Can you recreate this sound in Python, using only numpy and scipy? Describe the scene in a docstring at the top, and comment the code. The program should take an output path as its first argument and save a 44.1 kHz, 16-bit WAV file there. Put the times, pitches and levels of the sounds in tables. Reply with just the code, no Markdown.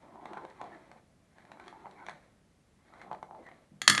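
"""A glass marble rumbles through a shallow plastic bowl in three swings: tiny bumps shake the bowl's
resonances, flaws tick, and it is almost silent creeping past the central hole. Then it falls through,
clips the track below and clatters into it; the track rings and its support thumps.
A small, quiet room answers."""
import sys
import numpy as np
from scipy import signal
from scipy.fft import rfft, irfft, next_fast_len
from scipy.io import wavfile
from scipy.ndimage import map_coordinates

SR = 44100
rng = np.random.default_rng(int(sys.argv[2]) if len(sys.argv) > 2 else 0)


def to_wav(sig):
    """Store sig (one row per channel, or 1-D mono) as 16-bit WAV at the path in sys.argv[1].

    Samples outside -1..1 are clipped; the rate is SR.
    """
    pcm = np.clip(np.atleast_2d(sig), -1, 1) * 32767
    pcm = np.round(pcm).astype(np.int16)
    wavfile.write(sys.argv[1], SR, pcm.T)  # frames by channels


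N = 176400

# bowl resonances in three bands: centre_hz, width_hz, gain_db
BOWL_LOW = [(175, 80, -4), (319, 105, -1), (701, 195, -3), (938, 297, -2.5)]
BOWL_MID = [(1065, 125, 1.5), (1450, 310, -2.5), (1910, 302, 0), (2276, 290, -2.5)]
BOWL_HIGH = [(3215, 300, 2.5), (3930, 530, 3.5), (4490, 490, -3), (5300, 800, -5.5), (7460, 2100, -14),
             (9750, 1600, -13)]


def amp(db):
    """Decibels to gain."""
    return 10 ** (np.asarray(db) / 20)


def unit(x):
    """Scale to rms 1."""
    return x / np.sqrt(np.mean(x ** 2) + 1e-20)


def along(points, hz):
    """Interpolate (hz, value) points on a log frequency axis."""
    knots_hz, values = np.transpose(points)
    return np.interp(np.log(hz + 1), np.log(knots_hz + 1), values)


def wobble(knots_per_s, size=N):
    """Smooth random curve."""
    return map_coordinates(rng.standard_normal(size), [np.arange(size) * knots_per_s / SR])


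def filtered(x, response):
    """Apply a complex frequency response."""
    size = next_fast_len(len(x) + SR // 10)
    return irfft(rfft(x, size) * response(np.fft.rfftfreq(size, 1 / SR)), size)[:len(x)]


def noise(spectrum, size):
    """Noise coloured by (hz, gain_db) points."""
    return filtered(rng.standard_normal(size), lambda hz: amp(along(spectrum, hz)))


def resonate(x, peaks):
    """Parallel steep-sided resonances of alternating sign."""
    def response(hz):
        total = 0
        for k, (centre_hz, width_hz, gain_db) in enumerate(peaks):
            damping = 2j * hz * width_hz
            bandpass = damping / (centre_hz ** 2 - hz ** 2 + damping)
            total += (-1) ** k * amp(gain_db) * bandpass ** 2
        return total
    return filtered(x, response)


def add(out, start_s, sound):
    """Mix a sound in at start_s."""
    part = out[round(start_s * SR):][:len(sound)]
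    part += sound[:len(part)]


def swell(t, rise_s):
    """Envelope peaking at 1 at rise_s, then dying quickly."""
    return t / rise_s * np.exp(1 - t / rise_s)


def partial(hz, t):
    """Sine with random phase."""
    return np.sin(2 * np.pi * (hz * t + rng.random()))


def ring(modes, t):
    """Sum of freely decaying modes."""
    return sum(amp(db - 60 * t / t60_s) * partial(hz, t) for hz, db, t60_s in modes)


def air():
    """Faint, steady room air, mostly bass."""
    # air spectrum: freq_hz, relative_db
    spectrum = [(15, -13), (28, 4), (50, 3.5), (100, -1), (200, -3), (320, -9.5), (600, -15.5),
                (1500, -23.5), (4000, -28.5), (9000, -31), (12000, -34.5)]
    return amp(-64.5) * unit(noise(spectrum, N))


def room(x, gap_s=0.004):
    """Reverberation: a noise tail, each frequency dying at its own rate."""
    # room decay: freq_hz, t60_s
    decay = [(150, 0.65), (1000, 0.22), (4000, 0.21), (11000, 0.29)]
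    hz, t, bins = signal.stft(rng.standard_normal(SR // 2), SR, nperseg=256)
    t60_s = along(decay, hz)[:, None]
    _, tail = signal.istft(bins * amp(-60 * t / t60_s), SR, nperseg=256)
    delayed = np.pad(x, (round(gap_s * SR), 0))
    return signal.fftconvolve(delayed, tail / np.linalg.norm(tail))[:N]


def thump(t, rise_s=0.013):
    """Low, soft-edged shake of the support."""
    # support modes: pitch_hz, level_db, t60_s
    modes = [(118, -1.5, 0.21), (153.7, -2, 0.32), (201, 1, 0.18), (249, -0.5, 0.18), (315, -2.5, 0.19)]
    return ring(modes, t) * (1 - np.exp(-(t / rise_s) ** 2))


def lip(start_s=3.708):
    """The marble tips over the edge of the hole; the unloaded bowl rocks softly."""
    out = np.zeros(N)
    add(out, start_s, amp(-51.5) * thump(np.arange(SR // 2) / SR))
    return out


def singing(width_hz=340):
    """Over a lively spot, one narrow bowl resonance swells and glides with the marble's position."""
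    # lively spots: centre_s, half_length_s, pitch_hz, glide_oct_per_s, level_db
    spots = [(.19, 0.053, 854, -1.5, -55.5), (0.337, 0.013, 805, 1, -48), (.36, .04, 1482, -1.5, -54.5),
             (.395, 0.051, 928.4, -3.5, -48), (.44, .025, 451, -3.5, -51.5), (0.606, .012, 947, 0.5, -47.5),
             (.645, .04, 820, -5.5, -49), (.66, 0.037, 329, -4, -54.5), (.74, 0.026, 1858, 1.5, -57.5),
             (1.612, 0.02, 1450, 0.5, -59.5), (1.755, 0.027, 831, 2, -55), (1.864, 0.019, 841, 3, -46.5),
             (2.0, 0.033, 2146, -1.5, -62), (2.01, 0.038, 908, -1.5, -52), (2.02, 0.034, 1450, -2, -59),
             (2.95, 0.029, 1335, 3.5, -60.5), (3.012, 0.014, 2000, 2, -56.5),
             (3.13, 0.023, 798, -3.5, -45.5), (3.345, 0.058, 778.4, -2.5, -51.5),
             (3.405, .018, 400, -8.5, -54.5), (3.478, 0.019, 1960, 1, -53)]
    out, t = np.zeros(N), np.arange(-SR // 6, SR // 6) / SR
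    for centre_s, half_length_s, pitch_hz, glide_oct_per_s, level_db in spots:
        phase = 2 * np.pi * pitch_hz * t * 2 ** (glide_oct_per_s * t / 2)
        band = wobble(width_hz, len(t)) * np.cos(phase) + wobble(width_hz, len(t)) * np.sin(phase)
        envelope = np.exp(-(t / half_length_s) ** 2)
        add(out, centre_s + t[0], amp(level_db) * envelope * band)
    return out


def strike(force, peaks):
    """Bowl response to a contact force, scaled to peak 1."""
    response = resonate(force, peaks)
    return response / np.abs(response).max()


def ticks(thud_hz=863, body_db=-8.5, scrape_db=-13.5):
    """Each flaw gives a dull thud; its tap and brief scrape excite a ring and a hard edge."""
    # flaws under the marble: start_s, thud_db, ring_db, edge_db
    flaws = [(.157, -41.5, -71, -71), (.256, -35, -40, -48), (0.333, -36.5, -40.5, -49.5),
             (.371, -35, -42, -55), (.377, -39, -46, -54.5), (.450, -34.5, -45.5, -50),
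             (.500, -55, -60, -55.5), (.614, -30, -40, -48), (.620, -42, -52, -62), (.641, -37.5, -65, -56),
             (.915, -44.5, -44.5, -55.5), (1.383, -51.5, -48.5, -59), (1.451, -52, -50.5, -60),
             (1.517, -41.5, -42.5, -50.5), (1.572, -46, -57, -69), (1.598, -42, -44, -55),
             (1.68, -42, -41.5, -44.5), (1.727, -41.5, -58, -63), (1.857, -35.5, -51, -68),
             (1.867, -36.5, -52, -76), (1.911, -61, -55, -53), (2.065, -48, -39.5, -43),
             (2.085, -33, -32.5, -44), (2.0947, -36, -40, -43), (2.111, -47, -44, -55),
             (2.937, -49.5, -49, -59), (3.015, -47, -39, -52), (3.021, -48, -49, -57),
             (3.114, -27.5, -51, -55.5), (3.121, -36, -49, -65), (3.129, -33.5, -50, -50),
             (3.147, -37, -46, -61), (3.228, -31, -45, -51), (3.310, -37.5, -60, -71),
             (3.349, -41.5, -59, -66), (3.466, -50, -45, -57), (3.487, -48, -47.5, -59),
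             (3.514, -50, -46.5, -60.5)]
    out, t = np.zeros(N), np.arange(SR // 20) / SR
    tap = 1. * (t == 0)
    pulse = swell(t, rise_s=0.00079) * np.sin(2 * np.pi * thud_hz * t)
    thud = pulse + amp(body_db) * strike(tap, BOWL_LOW)
    for start_s, thud_db, ring_db, edge_db in flaws:
        contact = tap + amp(scrape_db) * swell(t, rise_s=0.00091) * rng.standard_normal(len(t))
        ringing = amp(ring_db) * strike(contact, BOWL_MID)
        edge = amp(edge_db) * strike(contact, BOWL_HIGH)
        add(out, start_s, amp(thud_db) * thud + ringing + edge)
    return out


def rolling():
    """Tiny bumps shake the bowl; swinging out raises the rumble's pitch and shortens the rim echo."""
    # rolling envelopes: time_s, rumble_db, ring_db
    levels = [(0.0, -62, -72.5), (0.16, -60, -73.5), (0.32, -51, -65), (0.41, -56, -66.5),
              (0.57, -64.5, -65.5), (0.69, -55, -63), (0.81, -61, -67), (0.88, -66.5, -69),
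              (0.97, -60.5, -70), (1.03, -82, -83.5), (1.28, -77.5, -82), (1.39, -68.5, -69.5),
              (1.54, -63, -71.5), (1.65, -59, -61), (1.74, -61.5, -67), (1.98, -61.5, -68.5),
              (2.07, -58, -60), (2.27, -70, -74.5), (2.47, -90, -87), (2.74, -84, -85), (2.88, -68.5, -71),
              (3.02, -57, -63.5), (3.15, -59.5, -79), (3.25, -72, -85), (3.43, -58.5, -69),
              (3.62, -70.5, -74), (3.7, -75, -84)]
    # marble path: time_s, radius (0 hole, 1 rim)
    swing = [(0, .5), (.47, 1), (1.15, .1), (1.78, 1), (2.3, 0), (2.7, 0), (3.17, 1), (3.7, 0)]
    bumps_per_s, scatter_db = 4000, 3.5
    rumble_boost_db, grit_db, glide_oct = 2, -11.5, 0.6
    n = np.arange(N)
    time_s, *curves_db = np.transpose(levels)
    rumble_db, ring_db = [np.interp(n / SR, time_s, curve) for curve in curves_db]
    radius = np.interp(n / SR, *np.transpose(swing))
    bumps = (rng.random(N) < bumps_per_s / SR) * rng.standard_normal(N)
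    bumps *= amp(scatter_db * rng.standard_normal(N))
    bumps *= amp(2 * wobble(knots_per_s=47))  # uneven contact pressure
    echo_ms = 2.2 + 1.6 * (1 - radius)
    bumps += 0.24 * np.interp(n - echo_ms * SR / 1000, n, bumps)
    low, mid, high = [unit(resonate(bumps, peaks)) for peaks in (BOWL_LOW, BOWL_MID, BOWL_HIGH)]
    pitch_ratio = 2 ** (glide_oct * (radius - 0.8))
    rumble = np.interp(np.cumsum(pitch_ratio), n, low)
    return amp(rumble_db + rumble_boost_db) * rumble + amp(ring_db) * (mid + amp(grit_db) * high)


def clatter(detune=0.009, pivot_hz=2640):
    """Each blow on the track gives a clack and a crack, rings the track and thumps its support."""
    # blows: start_s, gain_db, treble_tilt_db_per_oct, thump_gain_db
    blows = [(3.8168, -19.5, -1, 0), (3.8776, 0.5, -0.5, 1), (3.8979, -10.5, 3, 7),
             (3.9005, -12, -3.5, -15), (3.9492, -16, -2.5, -15), (3.9781, -12, -5, 8),
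             (3.993, -25.5, -7, 0)]
    # damped track modes: pitch_hz, level_db
    clack_modes = [(720, -19), (1300, -5), (1660, 0), (1980, 0), (2570, -5.5), (3280, 0), (3800, -8.5),
                   (4380, -3.5), (4880, -9), (5350, -8.5), (6400, -9.5), (6850, -4), (7150, -8.5),
                   (8500, -10.5), (9300, -12), (11100, -17)]
    # crack spectrum: freq_hz, gain_db
    crack_spectrum = [(40, -15), (200, -1.5), (700, -2.5), (1800, 1.5), (4000, 2.5), (6800, 1.5),
                      (11500, -7)]
    # lasting track modes: pitch_hz, level_db, t60_s
    track_modes = [(1205, -6, .6), (1248, -5, .6), (1318, -8, .6), (1358, -10, .6), (1718, -1, .4),
                   (1815, 1, .22), (2022, -1, .35), (2115, -3, .4), (3352, -5, .28), (3400, -5, .28),
                   (4435, -4, .28), (4484, -6, .28), (6456, -9, .25), (7174, -6, .25)]
    out, t = np.zeros(N), np.arange(SR // 4) / SR
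    for start_s, gain_db, tilt_db_per_oct, thump_gain_db in blows:
        # each blow lands on another spot, detuning the clack
        tones = sum(amp(db) * partial(hz * (1 + detune * rng.standard_normal()), t)
                    for hz, db in clack_modes)
        clack = amp(-5.5) * swell(t, rise_s=0.00095) * unit(tones)
        crack = amp(-11) * swell(t, rise_s=0.0018) * noise(crack_spectrum, len(t))
        hit = clack + crack + amp(-31) * ring(track_modes, t)
        hit = filtered(hit, lambda hz: amp(tilt_db_per_oct * np.log2(np.maximum(hz / pivot_hz, 0.5))))
        support = amp(thump_gain_db - 33) * thump(t)
        add(out, start_s, amp(gain_db) * (hit + support))
    return out


def scene(bowl_wet_db=-6, track_wet_db=-7):
    """Bowl and track in the room, over faint air; mono."""
    bowl = rolling() + singing() + ticks() + lip()
    track = clatter()
    mix = air() + bowl + track + amp(bowl_wet_db) * room(bowl) + amp(track_wet_db) * room(track)
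    return mix[None]


def record(dry, low_cut_hz=56, top_hz=11700):
    """Soft peak limit, bass cut and steep band limit."""
    x = dry[0] / (1 + dry[0] ** 6) ** (1 / 6)
    x = filtered(x, lambda hz: (1j * hz / (low_cut_hz + 1j * hz)) ** 2)
    return filtered(x, lambda hz: 1 / np.sqrt(1 + (hz / top_hz) ** 200))[None]


dry = scene()
out = record(dry)
to_wav(out)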